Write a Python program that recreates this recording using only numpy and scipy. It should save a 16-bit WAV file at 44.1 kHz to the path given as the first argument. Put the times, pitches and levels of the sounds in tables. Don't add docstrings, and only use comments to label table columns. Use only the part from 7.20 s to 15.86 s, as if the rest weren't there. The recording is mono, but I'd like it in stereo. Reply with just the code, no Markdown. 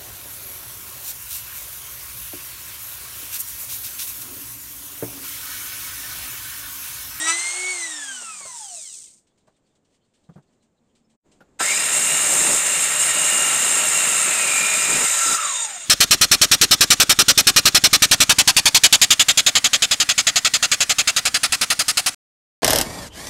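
import sys
import numpy as np
from scipy import signal
from scipy.fft import rfft, irfft, next_fast_len
from scipy.io import wavfile
from scipy.ndimage import map_coordinates

SR = 44100
rng = np.random.default_rng(int(sys.argv[2]) if len(sys.argv) > 2 else 0)


def to_wav(sig):
    pcm = np.clip(np.atleast_2d(sig), -1, 1) * 32767
    pcm = np.round(pcm).astype(np.int16)
    wavfile.write(sys.argv[1], SR, pcm.T)


N = 381906

REST_S, HUM_END_S, SAW_ON_S = 2.08, 3.965, 4.401
FULL_MESH_HZ = 2870
PUSH_RELEASE_S = 0.03

# (frequency [Hz], width [Hz], level [dB])
HOUSING_MODES = [(611, 34.6, -2), (1346.6, 38, 0), (1861, 51, 0), (2774, 76, 3), (3637, 86, -2.5)]


def amp(db):
    return 10 ** (np.asarray(db) / 20)


def unit(x):
    return x / np.sqrt(np.mean(x ** 2) + 1e-20)


def along(points, hz):
    f, v = np.transpose(points)
    return np.interp(np.log(hz + 1), np.log(f + 1), v)


def ramp(s, length):
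    return np.clip((np.arange(N) / SR - s) / length + 1, 0, 1) ** 2


def held(start, length, attack, release):
    t = np.arange(N) / SR
    return ramp(start, attack) * np.clip(1 - (t - start - length) / release, 0, 1) ** 2


def wobble(rate):
    knots = rng.standard_normal(int(N * rate / SR) + 4)
    grid = np.arange(0, len(knots) - 1, 1 / 6)
    return np.interp(np.arange(N) * (rate / SR), grid, map_coordinates(knots, [grid]))


def filtered(x, response):
    m = next_fast_len(N + SR // 4, real=True)
    return irfft(rfft(x, m) * response(np.fft.rfftfreq(m, 1 / SR)), m)[..., :N]


def coloured(x, spectrum):
    return filtered(x, lambda f: amp(along(spectrum, f)))


def rung(x, modes):
    return filtered(x, lambda f: sum(amp(db) * w * f / (w * f + 1j * (f * f - c * c))
                                     for c, w, db in modes))


def noise(alike=0.039):
    a, b = rng.standard_normal((2, N))
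    return unit(np.array([a + alike * b / 2, b + alike * a / 2]))


def bursts(times, levels_db, t60, attack=0.0038):
    out, t = np.zeros(N + SR), np.arange(SR // 2) / SR
    for s, db in zip(times, levels_db):
        out[round(s * SR):][:len(t)] += amp(db - 60 * t / t60) * (1 - np.exp(-t / attack))
    return out[:N]


def orders(hz, table):
    angle = 2 * np.pi * np.cumsum(hz) / SR
    return sum(amp(db) * np.sin(k * angle) * np.clip((9600 - k * hz) / 1200, 0, 1)
               for k, db in table)


def notes(rows, width_hz, edge_s=0.026):
    out, t = np.zeros((2, N + SR)), np.arange(SR // 4) / SR
    for s, length, hz, db in rows:
        steps = rng.standard_normal((2, len(t)))
        drift = np.cumsum(steps, axis=1) * np.sqrt(2 * np.pi * width_hz / SR)
        shape = np.clip(np.minimum(t, length + 2 * edge_s - t) / edge_s, 0, 1) ** 2
        tone = np.sqrt(2) * np.sin(2 * np.pi * hz * t + drift)
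        out[:, round((s - edge_s) * SR):][:, :len(t)] += amp(db) * shape * tone
    return out[:, :N]


def bent(x, ratio):
    position = np.cumsum(ratio)
    return np.array([map_coordinates(side, [position]) for side in x])


def driven(speed, db, knee, power):
    return amp(db) / np.sqrt(1 + (knee / np.maximum(speed, 1)) ** (2 * power))


def room(x, wet_db):
    # (frequency [Hz], t60 [s])
    walls = [(200, 0.095), (10000, 0.12)]
    hz, t, z = signal.stft(rng.standard_normal((2, SR // 3)), SR, nperseg=256)
    decay = amp(-60 * t / along(walls, hz)[:, None])
    tail = signal.istft(z * decay, SR, nperseg=256)[1]
    echo = signal.fftconvolve(np.atleast_2d(x), tail / np.linalg.norm(tail[0]), axes=1)[:, :N]
    return (x + amp(wet_db) * echo) / np.sqrt(1 + amp(wet_db) ** 2)


def saw():
    # (time [s], mesh pitch [Hz], whine level [dB])
    gear_course = [(4.4, 1502, -31), (4.44, 1921, -26), (4.5, 2230, -26), (4.62, 2692, -35.5),
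                   (4.98, 2864, -29.5), (5.25, 2830, -47), (5.47, 2701, -34.5), (5.88, 2866, -30.5),
                   (6.2, 2817, -24.5), (6.75, 2753, -25.5), (7, 2641, -29.5), (7.36, 2400, -22.5),
                   (7.76, 2444, -28), (7.93, 1849, -42), (8.05, 1509, -30), (8.2, 1278, -29.5),
                   (8.36, 1009, -35), (8.66, 601, -56)]
    times, *controls = np.transpose(gear_course)
    mesh, whine_db = (np.interp(np.arange(N) / SR, times, c) for c in controls)
    slowness = np.clip((FULL_MESH_HZ - mesh) / 419, 0, 1)
    judder, cutting = pushing()

    out_s, rise_s = 8.28, 0.32
    drawn_out = amp(-22) * held(out_s, 0.175, rise_s, PUSH_RELEASE_S)
    freed = np.hypot(drawn_out, amp(-31.5) * ramp(out_s, rise_s))

    blade_turn = np.sin(2 * np.pi * np.cumsum(mesh) / SR / 43)
    strikes = amp(blade_turn + wobble(900) + 0.52 * wobble(220) + wobble(30) / 2)

    running = saw_gears(mesh, whine_db, slowness, freed) + saw_drive(mesh, strikes)
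    running += saw_steel(mesh, slowness, cutting, freed, strikes) + saw_wood(judder)
    return running * ramp(SAW_ON_S, 0.014) + saw_jolt()


def pushing():
    # (time [s], length [s], beam judder level [dB], steel rasp level [dB])
    pushes = [(4.422, 1.4, -42, -25), (4.728, .66, -41.5, -20), (5.103, .26, -33, -21),
              (5.464, .18, -47, -22), (5.805, .11, -43, -19), (5.949, 1.07, -38, -20),
              (7.046, .8, -38.5, -22.5), (7.703, .14, -33.5, -25.5), (7.853, .31, -57, -19.5),
              (8.062, .08, -35, -22.5)]
    shapes = np.array([held(s, length, 0.036, PUSH_RELEASE_S) for s, length, *_ in pushes])
    powers = amp(np.array(pushes)[:, 2:].T) ** 2
    return np.sqrt(powers @ shapes ** 2)


def saw_gears(mesh, whine_db, slowness, freed):
    angle = 2 * np.pi * np.cumsum(mesh) / SR
    whine = orders(mesh * (1 + 0.016 * wobble(700)), [(1, 0), (2, -18), (3, -17)])
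    swing = bent([wobble(600) for _ in range(2)], mesh / FULL_MESH_HZ)
    howl = np.sum(swing * [np.sin(angle), np.cos(angle)], axis=0)
    howl_gain = amp(-14 + 11 * slowness)
    gears = room(amp(whine_db + 1.9 * wobble(20)) * (whine + howl_gain * howl), wet_db=5.5)
    gears = gears + rung(gears, HOUSING_MODES) / 4
    overtones = orders(mesh * (1 + 0.02 * wobble(400)), [(k, 0) for k in range(2, 8)])
    return gears + room(freed * amp(-21) * overtones, wet_db=4)


def saw_drive(mesh, strikes):
    # (frequency [Hz], level [dB])
    rush_colour = [(120, -47), (600, -9), (1100, -5.5), (2300, 0.5), (3000, -4.5), (3400, -8), (3900, -6),
                   (4600, -12), (8000, -24)]
    shallow = 1 - ramp(6.05, 0.43)
    rush = driven(mesh, db=-23.5, knee=1616, power=2.3) * amp(-1.0 * shallow)
    body = unit(coloured(strikes * noise(), rush_colour))
    body += amp(-4) * unit(rung(strikes * noise(), HOUSING_MODES))

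    swell = amp(-25) * held(8.07, 0.18, 0.2, 0.15)
    guard_gain = np.hypot(swell, amp(-9.5) * rush * (1 - shallow))
    guard = guard_gain * unit(rung(noise(), HOUSING_MODES[1:2]))

    drone_mode = [(147.3, 43, 0)]
    drone = unit(rung(rung(noise(), drone_mode), drone_mode))
    return rush * body + guard + amp(-51) * (mesh / FULL_MESH_HZ) ** 2 * drone


def saw_steel(mesh, slowness, cutting, freed, strikes):
    # (frequency [Hz], level [dB])
    rasp_colour = [(4000, -29.5), (5800, -18.5), (6500, -7), (8500, -0.5), (10000, -17.5), (15000, -25)]
    # (frequency [Hz], width [Hz], level [dB])
    cut_modes = [(6090, 47, -12), (6385, 50, -8), (6812, 120, -6), (7119, 60, -3), (7400, 110, -3),
                 (7500, 70, 0), (7963, 70, -3.5), (8150, 70, -5.5), (8560, 150, -2.5), (8648, 40, 0),
                 (8872, 50, -9)]
    low_modes = [(3770, 70, -3), (4070, 50, 1.5), (5020, 100, -0.5), (5367, 120, 0.5)]
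    free_modes = [(3683, 120, -9), (6780, 80, 1), (7160, 55, 3.5), (7560, 110, -4.5), (8400, 190, -2)]
    # (time [s], length [s], frequency [Hz], level [dB])
    squeals = [(5.855, 0.032, 9490, -23.5), (8.26, 0.064, 3890, -31.5), (8.35, .07, 3667, -32)]

    rasp = amp(-3) * unit(coloured(strikes * noise(), rasp_colour))
    ring_colour = [(4500, -106), (6200, -3.5), (9500, -5.5), (11000, -8.0)]
    ringing = unit(coloured(rung(strikes * noise(), cut_modes), ring_colour))
    low = unit(coloured(rung(strikes * noise(), low_modes), [(2000, -20), (3700, -1)]))

    slack = slowness * (1 - (mesh / FULL_MESH_HZ) ** 2)
    steel = rasp + amp(wobble(28) / 2) * ringing + amp(-15.5 + 11 * slack) * low
    steel = room(bent(steel, 1 - 0.048 * slack), wet_db=-5)
    level = np.hypot(cutting, driven(mesh, db=-21.5, knee=1720, power=2.6))

    free = unit(coloured(rung(strikes * noise(), free_modes), [(9000, 2.0), (11000, -22.5)]))
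    return level * steel + freed * amp(wobble(33)) * free + notes(squeals, width_hz=33)


def saw_wood(judder):
    # (time [s], level [dB])
    snags = [(4.768, -27.5), (5.212, -26.5), (5.298, -28), (7.742, -22)]
    # (frequency [Hz], level [dB])
    judder_colour = [(25, -35), (90, -27), (145, -1.5), (220, -0.5), (420, 0), (900, -2), (1600, -11),
                     (5500, -16), (11000, -30.5)]
    judder = np.hypot(judder, bursts(*np.transpose(snags), t60=0.09))
    rough = unit(coloured(amp(2.6 * wobble(260)) * noise(), judder_colour))
    bench_gain = np.minimum(judder / amp(-32), 1) ** 3 * amp(-45)
    bench = bench_gain * unit(coloured(noise(), [(25, 0), (70, -6), (200, -25)]))
    return judder * amp(3 + wobble(18)) * rough + bench


def saw_jolt():
    slam = unit(rung(noise(), [(1325, 160, 0.5), (920, 360, -4), (505, 200, -6.5)]))
    ring = np.sin(2 * np.pi * 1340 * np.arange(N) / SR)
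    return bursts([SAW_ON_S], [-16], t60=0.14) * slam + bursts([SAW_ON_S], [-17], t60=0.17) * ring


def router():
    speed = router_speed()
    angle = 2 * np.pi * np.cumsum(speed) / SR
    hum_gain = driven(speed, db=-28, knee=397, power=3.8)
    hum_gain = hum_gain * amp(1.5 * wobble(14) - 13 * held(0.21, 0.1, 0.1, 0.14))
    hum = hum_gain * orders(speed, [(1, -1.0), (2, -11.5)])

    away = np.clip((np.arange(N) / SR - 0.075) / (1 - 0.075), 0, 1)
    left_minus_right_db = 2 + (-3.5 - 2) * away
    pan = amp(np.array([left_minus_right_db, -left_minus_right_db]) / 2)
    motor = (router_air(speed, angle) + room(router_tones(speed), wet_db=5.0)) * pan
    motor += room(hum, wet_db=-9.0)
    return motor * amp(-11 * away) + router_nick(angle)


def router_speed():
    t = np.arange(N) / SR
    first_hz, top_hz, rise_s = 310, 392, 0.36
    friction_hz_per_s, drag_hz = 211, 595
    powered = top_hz - (top_hz - first_hz) * np.exp(-t / rise_s)
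    coasting = drag_hz * np.tan(friction_hz_per_s / drag_hz * np.maximum(REST_S - t, 0))
    return np.minimum(powered, coasting)


def router_tones(speed):
    # (level [dB], shaft rate below which it fades [Hz])
    fan_tones = [(2.5, 128), (-2, 198), (-1, 302), (-1.5, 260)]
    # (frequency [Hz], level [dB])
    casing = [(650, -1), (1150, -7.5), (1750, -0.5), (2100, -0.5), (4200, -1), (6200, 1)]
    flutter = speed * (1 + 0.0045 * wobble(300))
    fan = sum(orders(flutter, [(6 * k, db)]) * driven(speed, 0, knee, 7)
              for k, (db, knee) in enumerate(fan_tones, 1))
    whistle_gain = driven(speed, db=-27, knee=120, power=4.6) * amp(1.7 * wobble(22))

    commutator = [(k, 5 * np.log2(min(k / 72, 1))) for k in 12 * np.arange(2, 10)]
    bars = orders(speed * (1 + 0.006 * wobble(400)), commutator)
    bars = coloured(bars, [(1600, -22), (2100, -3), (6500, 2)])
    buzz_gain = driven(speed, db=-30.5, knee=100, power=3.5) * amp(3.5 * wobble(150))
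    return whistle_gain * coloured(fan, casing) + buzz_gain * bars


def router_air(speed, angle):
    # (frequency [Hz], level [dB])
    air_colour = [(60, -45), (150, -26.5), (450, -15), (750, -0.5), (1400, 0), (2200, -1), (3500, 0.5),
                  (8000, -30.5)]
    bearing_colour = [(1470, -42), (2500, -26.5), (3920, -12), (4620, -10.5), (8680, 4.5), (10500, -23),
                      (15000, -27)]
    scrape = amp(2 * np.sin(angle) + 1.3 * wobble(500) + wobble(25))
    air = driven(speed, db=-30, knee=265, power=2.06) * unit(coloured(noise(), air_colour))
    hiss = unit(coloured(scrape * noise(), bearing_colour))
    return air + driven(speed, db=-21.5, knee=73, power=2.1) * hiss


def router_nick(angle):
    # (frequency [Hz], level [dB])
    nick_colour = [(400, -30), (1300, -0.5), (1900, -4.5), (2400, -2), (5500, -8), (8500, -1),
                   (10500, -33.5)]
    bites = np.diff(np.floor(angle / (2 * np.pi)), prepend=0) * amp(wobble(300))
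    contact = ramp(0.07, 0.018) * (1 - ramp(0.12, 0.023))
    return room(amp(-27) * unit(coloured(bites, nick_colour)) * contact, wet_db=8.5)


def beam():
    # (time [s], thud level [dB], clack level [dB])
    blows = [(1.013, -59, -40), (1.204, -60, -42), (1.251, -58, -38), (2.273, -60, -52), (3.089, -37, -50),
             (3.157, -36.5, -47.5), (3.175, -52, -53), (4.204, -47, -53)]
    # (frequency [Hz], width [Hz], level [dB])
    beam_modes = [(167, 30, 13), (295, 58.4, -11), (513, 100, -16)]
    # (frequency [Hz], level [dB])
    clack_colour = [(250, -17), (600, -2.5), (1500, -12.5), (2500, -29), (12000, -44)]
    s, thud_db, clack_db = np.transpose(blows)
    wood = unit(coloured(rung(noise(), beam_modes), [(600, 8.0), (2000, -22)]))
    contact = unit(coloured(noise(), clack_colour))
    thuds = bursts(s, thud_db + 5, t60=0.1, attack=0.012) * wood
    return thuds + bursts(s, clack_db + 8, t60=0.077, attack=0.0071) * contact


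def shoe():
    # (frequency [Hz], width [Hz], level [dB])
    plate_modes = [(540, 50, -3), (743, 45, -1), (1380, 45, 1)]
    return bursts([4.204], [-37], t60=0.082, attack=0.0059) * unit(rung(noise(), plate_modes))


def chirps(count=14):
    moment, pitch = rng.standard_normal((count, 2)).T
    times = np.linspace(REST_S, HUM_END_S, count, endpoint=False) + moment / 20
    rows = [(s, 0.012, 3800 * np.exp(0.12 * p), -76) for s, p in zip(times, pitch)]
    return notes(rows, width_hz=150)


def handling(count=22):
    # (time [s], level [dB])
    scuffs = [(2.95, -68), (3.75, -59), (3.8964, -63), (4.114, -55.5)]
    # (frequency [Hz], level [dB])
    tick_colour = [(700, -18), (3200, -2), (5500, -6), (8500, -2), (11000, -29.5)]
    elapsed = 0.0962 * np.arange(count)
    tick_db = -60 - 2.2 * elapsed + 3 * rng.standard_normal(count)
    times = 1.4 + elapsed + 0.003 * rng.standard_normal(count)
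    taps = bursts(times, tick_db, t60=0.082, attack=0.0066)
    rustle = amp(-80.5 + 3.5 * wobble(20))
    scuffing = bursts(*np.transpose(scuffs), t60=0.16, attack=0.0039)
    return (taps + rustle + scuffing) * unit(coloured(noise(), tick_colour))


def background():
    # (frequency [Hz], level [dB])
    floor_colour = [(30, -6), (70, -7.5), (140, -2), (225, -1), (500, -6.5), (1500, -21.5), (5800, -32.5),
                    (7300, -22), (10500, -45.5)]
    hum_start_s = 3.4
    hum = amp(-68) * unit(rung(noise(), [(222, 10, 0)]))
    hum = hum * held(hum_start_s, HUM_END_S - hum_start_s, 0.18, 0.0153)
    dip_s, dip_length_s, dip_db = 3.972, 0.051, 39
    early_db, late_db = -66, -58.5
    floor_db = early_db + (late_db - early_db) * ramp(dip_s + dip_length_s, dip_length_s)
    floor = amp(floor_db + wobble(14)) * unit(coloured(noise(), floor_colour))
    dip = amp(-dip_db * held(dip_s, dip_length_s, 0.022, 0.048))
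    return dip * (handling() + hum + floor)


def scene():
    return router() + saw() + beam() + shoe() + background() + chirps()


def record(dry):
    # (frequency [Hz], left minus right level [dB])
    port_balance = [(400, 3.5), (1300, 1.5), (5700, -1), (6500, -5), (7200, -6.5), (8200, 1), (8700, 9.5),
                    (10200, -1)]

    def response(f):
        pair = amp(along(port_balance, f) * np.array([[0.5], [-0.5]]))
        pair = pair / np.sqrt(np.mean(pair ** 2, axis=0))
        return pair * np.clip((15600 - f) / 250, 0, 1) ** 2
    return filtered(dry, response)


dry = scene()
out = record(dry)
to_wav(out)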